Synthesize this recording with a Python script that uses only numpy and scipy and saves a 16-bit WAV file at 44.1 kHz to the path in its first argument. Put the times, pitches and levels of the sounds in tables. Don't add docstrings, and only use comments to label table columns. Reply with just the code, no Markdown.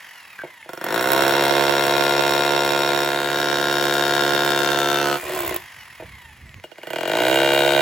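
import sys
import numpy as np
from scipy import signal
from scipy.fft import rfft, irfft, next_fast_len
from scipy.io import wavfile
from scipy.ndimage import uniform_filter1d

SR = 44100
rng = np.random.default_rng(int(sys.argv[2]) if len(sys.argv) > 2 else 0)


def dump_mix(stems):
    frames = np.atleast_2d(stems).T
    limited = np.clip(frames, -1, 1)
    pcm = np.round(limited * 32767).astype(np.int16)
    wavfile.write(sys.argv[1], SR, pcm)


N = 344421
BLOW_SIZE = 4096
TIME, BLOW_TIME = np.arange(N) / SR, np.arange(BLOW_SIZE) / SR
PADDED_SIZE = 2 * next_fast_len(N // 2 + BLOW_SIZE)
ALL_HZ = np.fft.rfftfreq(PADDED_SIZE, 1 / SR) + 1
BLOW_HZ = np.fft.rfftfreq(BLOW_SIZE, 1 / SR) + 1
SIDES = np.array([[1], [-1]])
FULL_RATE = 70.5
BREAK_S = 5.16
TOP_HZ = 15850

BURSTS = [(.691, 5.575), (6.639, 7.81)]
# time in seconds, seat (0 edge, 1 deep in its pit, 2 loose, 3 flat face).
SEAT = [(2.9, 0), (3.35, 1), (5.15, 1), (5.2, 2), (5.6, 2), (5.9, 3)]
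# centre and width in Hz, level in dB.
ON_FACE = [(153.6, 58, -11.5), (347, 76, 0.5), (483, 52, 0), (637, 132, 3), (895, 154, -6), (1484, 166, -5),
           (1570, 70, -7), (2060, 720, -15), (2370, 200, -9), (2827, 88, -4.5), (3140, 370, -9),
           (3780, 210, -22), (4300, 1300, -22), (6360, 1900, -31.5), (7830, 430, -26)]


def undb(db):
    return 10 ** (np.asarray(db) / 20)


def curve(table, at, column=1):
    table = np.asarray(table, float)
    return np.interp(at, table[:, 0], table[:, column])


def unit(x):
    return x / np.sqrt(np.mean(x ** 2))


def colour(points, hz):
    f, db = np.transpose(points)
    return undb(np.interp(np.log(hz), np.log(f), db))


def resonances(modes, hz):
    return np.sqrt(sum(undb(db) ** 2 / (1 + ((hz ** 2 - f ** 2) / (hz * width)) ** 2) ** 2
                       for f, width, db in modes))


def filtered(x, gain):
    return irfft(rfft(x, PADDED_SIZE) * gain)[..., :N]


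def noise(gain):
    return unit(filtered(rng.standard_normal(N), gain))


def drift(corner_hz):
    return noise(1 / (1 + (ALL_HZ / corner_hz) ** 4))


def causal(gain):
    cepstrum = irfft(np.log(gain + 1e-4))
    cepstrum[..., 1:BLOW_SIZE // 2] *= 2
    cepstrum[..., BLOW_SIZE // 2 + 1:] = 0
    return np.exp(rfft(cepstrum))


def crackle(count, decay_s, spiky_db, rise_s=0.00012):
    shape = (count, BLOW_SIZE)
    envelope = (1 - np.exp(-BLOW_TIME / rise_s)) * np.exp(-BLOW_TIME / decay_s)
    grains = rng.standard_normal(shape) * undb(spiky_db * rng.standard_normal(shape)) * envelope
    return grains / np.linalg.norm(grains, axis=1, keepdims=True)


def at_level(sounds, db, stroke_s=.014):
    sounds = sounds / np.linalg.norm(sounds, axis=1, keepdims=True)
    return sounds * np.sqrt(stroke_s * SR) * undb(db)[:, None]


def place(times, sounds):
    out = np.zeros(N + 2 * BLOW_SIZE)
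    for t, sound in zip(times, sounds):
        start = int(t * SR)
        out[start:start + BLOW_SIZE] += sound
    return out[:N]


def stroke_rate(opening_rate=49.3, settle_s=.125, coast_loss_per_s=36.5):
    # time in seconds, goal in strokes per second (0 is off).
    drive = [(0, 0), (.691, 23.6), (.789, 70.06), (1.85, 70.35), (3.0, 70.65), (5.17, 75.5), (5.35, 61.5),
             (5.48, 44.5), (5.66, 0), (6.639, 10.36), (6.72, 26.82), (6.81, 42.72), (6.9, 50.57),
             (7.07, 69.38), (7.3, 69.89)]
    rate = np.full(N, opening_rate)
    for start, goal in drive:
        after = TIME >= start
        now, since = rate[after][0], TIME[after] - start
        if goal:
            rate[after] = goal + (now - goal) * np.exp(-since / settle_s)
        else:
            rate[after] = now - coast_loss_per_s * since
    return rate


def motor(rate, air_db=-36, whine_db=-43.5, turns_per_stroke=5.55, shudder=.016, throb=0.59):
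    # multiple of the shaft speed, level in dB.
    harmonics = [(6, 3), (12, 1), (18, -1), (21, -2.5), (24, -2), (48, -5.5), (72, 0)]
    # frequency in Hz, gain in dB.
    vents = [(60, -53), (250, -20), (550, -5.5), (950, 8.5), (1350, 3.5), (1950, 15), (2300, 7.5),
             (2700, 7), (4000, -4), (6500, -8.5), (11000, -5), (16000, -12)]
    gear_case = [(600, -16), (950, -5), (1400, -19), (1700, -4), (2050, 5.5), (2400, -1.5), (2800, -5),
                 (3500, -8), (4400, -13.5), (6500, -11), (11000, -12)]
    speed = rate / FULL_RATE
    shaft_hz = turns_per_stroke * rate
    shaft_angle = 2 * np.pi * np.cumsum(shaft_hz * (1 + shudder * drift(201.6))) / SR
    whine = sum(undb(db) * np.sin(order * shaft_angle) * (order * shaft_hz < TOP_HZ)
                for order, db in harmonics)
    whine *= undb(2.5 * drift(34))
    strokes = np.cumsum(rate) / SR
    first_blow = np.where(TIME < BURSTS[0][1], BURSTS[0][0], BURSTS[1][0])
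    strokes -= np.interp(first_blow, TIME, strokes)
    piston = .55 + throb * np.cos(np.pi * strokes) ** 6
    air = noise(colour(vents, ALL_HZ)) * piston * undb(0.3 * drift(67))
    whine = unit(filtered(whine * np.sqrt(piston), colour(gear_case, ALL_HZ)))
    return undb(air_db) * air * speed ** 1.28 + undb(whine_db) * whine * speed


def open_air(level_db=-58):
    # frequency in Hz, level in dB.
    spectrum = [(25, -64), (70, 5), (200, 3.5), (1000, -3), (4000, -3), (16000, -20)]
    white = rng.standard_normal(N) + .5 * rng.standard_normal((2, N))
    return undb(level_db) * unit(filtered(white, colour(spectrum, ALL_HZ)))


def clinks_and_ticks(scrape=0.54):
    # start in seconds, level in dB, ring frequency in Hz, time to decay 60 dB in seconds.
    contacts = [(0.3903, -25, 1616, 0.072), (0.398, -24, 1586, 0.073), (0.419, -24.5, 1574, 0.05),
                (0.628, -29.5, 2130, 0.022), (.665, -43.5, 3330, 0.013), (6.493, -29, 3000, 0.0035),
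                (6.543, -23.5, 2460, 0.0031), (6.599, -27, 2220, 0.0036), (6.758, -32, 2200, 0.0084),
                (6.816, -33, 2230, 0.017)]
    times, db, hz, t60 = np.transpose(contacts)[:, :, None]
    ring = np.sin(2 * np.pi * hz * BLOW_TIME) * np.exp(-np.log(1000) * BLOW_TIME / t60)
    return place(times[:, 0], undb(db) * (ring + scrape * crackle(len(times), decay_s=.003, spiky_db=2)))


def strike(body, rough_hz, on_face, uneven=0.17, rebound_s=0.001281, rebound_share=0.29):
    # frequency in Hz, delay in seconds at edge and on face.
    arrival = [(250, 0.00467, 0.00504), (473, 0.005, 0.0052), (658, .0012, 0.0032), (1080, 0.00087, 0.0022),
               (1620, 0.0012, .0012), (2330, 0.0011, 0.00037), (4240, 0.000865, 0.00036),
               (7070, 0.00017, .0002)]
    crush = crackle(len(body), decay_s=0.0054, spiky_db=1.5, rise_s=0.063)
    rattle = crackle(len(body), decay_s=0.049, spiky_db=4.0)
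    roughness = BLOW_HZ / rough_hz[:, None] + uneven / (1 + (220 / BLOW_HZ) ** 4)
    push = (1 + roughness * rfft(crush + rattle) / np.sqrt(2)) / np.hypot(1, roughness)
    second = rebound_share / np.hypot(1, (2970 / BLOW_HZ) ** 4)
    rebound = (second * np.exp(-2j * np.pi * BLOW_HZ * rebound_s) - 1) / np.hypot(1, second)
    group_delay = (np.outer(1 - on_face, curve(arrival, BLOW_HZ))
                   + np.outer(on_face, curve(arrival, BLOW_HZ, column=2)))
    turns = np.cumsum(group_delay, axis=1) * SR / BLOW_SIZE
    fade = np.clip(3 / 2 - 2 * BLOW_TIME / BLOW_TIME[-1], 0, 1)
    return irfft(push * causal(body) * rebound * np.exp(-2j * np.pi * turns)) * fade


def taps(soft_hz=1300, rough_hz=1500):
    # start in seconds, level in dB.
    landings = [(0.4333, -30), (.447, -36), (0.657, -43), (5.229, -33), (5.295, -27.5), (5.334, -32),
                (5.363, -29), (5.406, -35), (5.434, -29), (5.508, -27.5), (5.544, -44), (5.997, -34.5),
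                (6.0207, -35), (6.639, -52)]
    times, db = np.transpose(landings)
    count = len(times)
    body = resonances(ON_FACE, BLOW_HZ) / (1 + (BLOW_HZ / soft_hz) ** 2)
    rings = strike(np.tile(body, (count, 1)), np.full(count, rough_hz), on_face=np.ones(count))
    return place(times, at_level(rings, db))


def seat_response(times, shares, fresh, crack_s=4.4, crack_sag=0.11, cushion_hz=3060):
    # centre and width in Hz, level in dB.
    on_edge = [(162, 71, -0.5), (356, 112, 9), (515.6, 79, 9.5), (680.4, 96, 10), (928, 120, 5.5),
               (1081, 44, 7), (1416, 38, 8.5), (1556, 560, -0.5), (2105, 154, -2), (2470, 51, 0.5),
               (2726, 140, -2.5), (3240, 540, -3.5), (3600, 115, -2.5), (4360, 660, -9), (7150, 7100, -23)]
    in_pit = [(165.2, 58, -2), (350.5, 120, 4.5), (517.5, 69, 4.5), (685, 64, 6.5), (902, 118, -2),
              (1052, 82, -2), (1417, 97, 4.5), (1613, 108, 2.5), (1670, 890, -8), (2777, 33, -3.5),
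              (3140, 590, -8), (3710, 185, -14.5), (4370, 980, -13), (5260, 1100, -21.5), (6200, 680, -22),
              (6980, 980, -26.5)]
    loose = [(130, 160, -17), (360, 59, 6), (650, 190, -1), (1048, 94, 0.5), (1470, 710, -10.5),
             (1980, 1510.0, -29), (2700, 2400, -12.5), (7350.0, 3800, -47)]
    fresh_bite = [(1440, 300, 5.5)]
    crack = np.interp(times, [crack_s, BREAK_S], [0, 1], right=0)[:, None] ** 2
    tuning = 1 - crack_sag * crack * np.interp(BLOW_HZ, [900, 1300, 1800, 3000], [0, 1, 1, .35])
    body = sum(share[:, None] * np.interp(BLOW_HZ / tuning, BLOW_HZ, resonances(modes, BLOW_HZ))
               for share, modes in zip(shares, (on_edge, in_pit, loose, ON_FACE)))
    bite = fresh[:, None] * resonances(fresh_bite, BLOW_HZ)
    return np.hypot(body, bite) / np.hypot(1, fresh[:, None] * BLOW_HZ / cushion_hz)


def grit(blow_db, shares, fresh, grit_db=-1, fresh_db=2.5):
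    # frequency in Hz, level in dB.
    spectrum = [(2000, 7), (4500, -20), (6500, 3), (8000, 7), (10500, 3.5), (12200, 6), (13200, 13),
                (14200, 5.5), (16000, 5)]
    seat_db = [-12.5, -11.5, -5, -13.5]
    crumbs = crackle(len(blow_db), decay_s=0.0015, spiky_db=5.0, rise_s=0.0016)
    dust = crackle(len(blow_db), decay_s=0.022, spiky_db=10.5)
    sounds = irfft(rfft(crumbs + dust) * causal(colour(spectrum, BLOW_HZ)))
    return at_level(sounds, blow_db + grit_db + np.dot(seat_db, shares) + fresh_db * fresh)


def steel(times, blow_db, rise_s=0.00063, fade_s=0.14, detune=0.0024, scatter_db=2.0):
    # start and end in seconds, first and last frequency in Hz, first and last level in dB
    # relative to the blow, decay time and delay in seconds.
    bar_modes = [(0.6, 3.18, 5510, 5515, -19.5, -17, 0.004, 0),
                 (3.26, 4.7, 5520, 5440, -17.5, -27, 0.0036, 0),
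                 (3.298, 4.85, 5290, 5200, -24, -21, 0.0035, 0.0007),
                 (0.8, 3.3, 3860, 3700, -16, -9, 0.0017, 0.0012),
                 (3.19, 5.08, 3790, 3620, -12, -11.5, .0026, 0.001),
                 (7.0, 8.04, 3800, 3700, -17.5, -10.5, 0.0016, 0.0005),
                 (2.04, 5.04, 7170, 7150, -28, -24.5, .0028, 0),
                 (4.423, 5.19, 5980, 5850, -21, -16.5, 0.001, 0),
                 (6.45, 6.95, 2870, 2865, -4.5, -12, .011, 0), (6.75, 7.4, 2865, 2855, -10, -18, .006, 0)]
    pings = 0
    for start, stop, first_hz, last_hz, first_db, last_db, decay_s, delay_s in bar_modes:
        pitch_draw, level_draw = rng.standard_normal((len(times), 2)).T
        hold = np.clip(np.minimum(times - start, stop - times) / fade_s, 0, 1)[:, None]
        hz = np.interp(times, [start, stop], [first_hz, last_hz]) * (1 + detune * pitch_draw)
        db = np.interp(times, [start, stop], [first_db, last_db]) + scatter_db * level_draw
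        age = np.maximum(BLOW_TIME - delay_s, 0)
        envelope = np.exp(-age / decay_s) * (1 - np.exp(-age / rise_s))
        pings += hold * at_level(np.sin(2 * np.pi * hz[:, None] * age) * envelope, blow_db + db)
    return pings


def slaps(times, blow_db, slap_db=-16.5, lag_s=0.00332, jitter_s=.0004, scatter_db=2):
    # centre and width in Hz, level in dB.
    modes = [(567, 310, 2.5), (970, 500, -7)]
    time_draw, level_draw = rng.standard_normal((len(times), 2)).T
    contact = crackle(len(times), decay_s=0.0012, spiky_db=5)
    knocks = irfft(rfft(contact) * causal(resonances(modes, BLOW_HZ)))
    knocks = at_level(knocks, blow_db + slap_db + scatter_db * level_draw)
    return place(times + lag_s + jitter_s * time_draw, knocks)


def hammer(burst, rate, db_per_doubling=11.5, fresh_s=0.77, seated_hz=6200, loose_hz=1900,
           drop_s=0.089, jitter_s=.00003, wobble=0.22, spray=0.33):
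    # time in seconds, blow level at full speed in dB.
    blow_levels = [(.76, -13.5), (.89, -19), (.95, -16.5), (1.012, -19), (1.027, -20.5), (1.042, -18.5),
                   (1.09, -18.5), (1.22, -17), (2.0, -18.5), (2.9, -20), (3.22, -23), (3.45, -21.5),
                   (4.2, -19.5), (5.13, -20.5), (5.22, -34), (5.35, -29), (5.51, -28), (5.58, -25.5),
                   (6.64, -8.5), (6.78, -15.5), (6.87, -16.5), (6.959, -13), (6.985, -16), (7.009, -15.5),
                   (7.55, -16.5)]
    held = (TIME >= burst[0]) & (TIME < burst[1])
    strokes = np.cumsum(rate[held]) / SR
    times = np.interp(np.arange(int(strokes[-1]) + 1), strokes, TIME[held])
    level_draw, grit_draw, time_draw, wobble_draw, spray_draw = rng.standard_normal((len(times), 5)).T
    shares = [np.clip(1 - abs(curve(SEAT, times) - seat), 0, 1) for seat in range(4)]
    loose, on_face = shares[2:]
    fresh = np.exp(-((times - BURSTS[0][0]) / fresh_s) ** 4)
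    speed = np.interp(times, TIME, rate) / FULL_RATE
    blow_db = curve(blow_levels, times) + db_per_doubling * np.log2(speed) + 0.12 * level_draw
    slab_db = blow_db - 11 * np.sin(np.pi * np.clip((times - BREAK_S) / drop_s, 0, 1))
    rough_hz = (seated_hz + (loose_hz - seated_hz) * loose) / (1 + fresh)
    rings = at_level(strike(seat_response(times, shares, fresh), rough_hz, on_face), slab_db)
    chips = grit(blow_db + 2 * grit_draw, shares, fresh)
    times = times + jitter_s * (1 + 3 * loose) * time_draw
    rings += steel(times, blow_db)
    side = place(times, wobble * wobble_draw[:, None] * rings + spray * spray_draw[:, None] * chips)
    return place(times, rings + chips) + slaps(times, slab_db) + SIDES * side


def strain(rate, rasp_db=-25, speed_power=2.35, full_pull_per_s=200):
    # centre and width in Hz, level in dB.
    modes = [(445, 910, -1), (900, 430, -7), (1860, 360, 1.5), (3000, 2100, -28)]
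    pull = uniform_filter1d(np.clip(np.gradient(rate) * SR / full_pull_per_s, 0, 1), SR // 20)
    seated = np.clip(abs(curve(SEAT, TIME) - 2), 0, 1)
    rasp = noise(resonances(modes, ALL_HZ)) * undb(rasp_db + 2 * drift(120))
    return rasp * np.sqrt(abs(pull)) * (rate / FULL_RATE) ** speed_power * seated


def snaps():
    # start in seconds, peak level in dB.
    cracks = [(0.843, -11), (1.1015, -20), (1.118, -2), (1.132, -5), (5.3777, -16), (5.3916, -14),
              (5.4051, -10), (5.4214, -18), (5.434, -16), (5.449, -14), (5.4644, -14), (5.477, -11),
              (5.496, -16), (5.5443, -11), (5.5624, -7.5)]
    # centre and width in Hz, level in dB.
    modes = [(3980, 31000, -13.5), (8150, 530, 1), (12800, 990, 18), (16400, 1900, 10)]
    times, db = np.transpose(cracks)
    contact = crackle(len(times), decay_s=0.0014, spiky_db=6)
    sounds = irfft(rfft(contact) * causal(resonances(modes, BLOW_HZ)))
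    return place(times, sounds / abs(sounds).max(axis=1, keepdims=True) * undb(db)[:, None])


def whistle(rate, whistle_db=-49.5, cycles_per_stroke=113.2, speed_power=14, unsteady=0.00296):
    hz = cycles_per_stroke * rate * (1 + unsteady * drift(138))
    tone = unit(np.sin(2 * np.pi * np.cumsum(hz) / SR))
    return tone * undb(whistle_db + 2 * drift(30)) * (rate / FULL_RATE) ** speed_power


def rocking(lumpy_db=2):
    # middle and length of a shove in seconds, level in dB.
    shoves = [(5.25, 0.02, -44), (5.478, 0.14, -42), (5.642, .04, -50), (5.81, 0.11, -54),
              (5.922, 0.03, -50), (6.04, 0.056, -44), (6.135, 0.066, -43.5), (6.259, 0.019, -45),
              (6.424, 0.2, -45), (6.58, 0.062, -47)]
    # centre and width in Hz, level in dB.
    modes = [(77.5, 73, 4), (137, 140, -8)]
    swell = sum(undb(db) * np.exp(-2 * ((TIME - middle) / length) ** 2) for middle, length, db in shoves)
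    return noise(resonances(modes, ALL_HZ)) * swell * undb(lumpy_db * drift(24))


def slab_bounce(x, lag_s=0.001325):
    # frequency in Hz, gain of the reflection in dB.
    bounce = [(250, -99), (500, -44), (1000, -6.5), (2000, -25), (4000, -12.5), (5500, -2.5), (7500, -33)]
    return SIDES * filtered(x, colour(bounce, ALL_HZ) * np.exp(-2j * np.pi * ALL_HZ * lag_s))


def rubble_echo(x, echo_db=-14, t60=0.61, low_hz=600, high_hz=6000):
    decay = np.exp(-np.log(1000) * BLOW_TIME / t60) * (BLOW_TIME > .003)
    tail = rng.standard_normal((2, BLOW_SIZE)) * decay
    tail /= np.linalg.norm(tail, axis=1, keepdims=True)
    echo = signal.fftconvolve(x[None], tail, axes=1)[:, :N]
    band = 1 / np.hypot(1, ALL_HZ / high_hz) / np.hypot(1, low_hz / ALL_HZ)
    return undb(echo_db) * filtered(echo, band)


def scene():
    # frequency in Hz, left minus right level in dB.
    lean = [(60, -1), (110, -4), (200, -2), (380, -1), (700, -2.5), (1290, -0.5), (2380, -1.5), (4400, 2),
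            (8120, -0.3), (15000, 0)]
    rate = stroke_rate()
    impacts = sum(hammer(burst, rate) for burst in BURSTS) + snaps() + taps() + clinks_and_ticks()
    near = impacts + motor(rate) + whistle(rate) + strain(rate) + rocking()
    direct = filtered(near, colour(lean, ALL_HZ) ** (SIDES / 2))
    centre = near.mean(axis=0)
    return direct + open_air() + slab_bounce(centre) + rubble_echo(centre)


def record(dry, low_cut_hz=50):
    # frequency in Hz, phase lead of the left port in half turns.
    port_lead = [(0, 0), (3500, .17), (5500, .22), (7500, 0), (8400, -1), (9500, -1), (10400, -2),
                 (11600, -2), (12600, -3), (13700, -3), (14600, -4)]
    ports = np.exp(1j * np.pi * SIDES / 2 * curve(port_lead, ALL_HZ))
    low_cut = 1 / np.hypot(1, (low_cut_hz / ALL_HZ) ** 2)
    top_cut = signal.ellip(10, .2, 80, TOP_HZ, fs=SR, output="sos")
    return signal.sosfilt(top_cut, filtered(dry, ports * low_cut))


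dry = scene()
out = record(dry)
dump_mix(out)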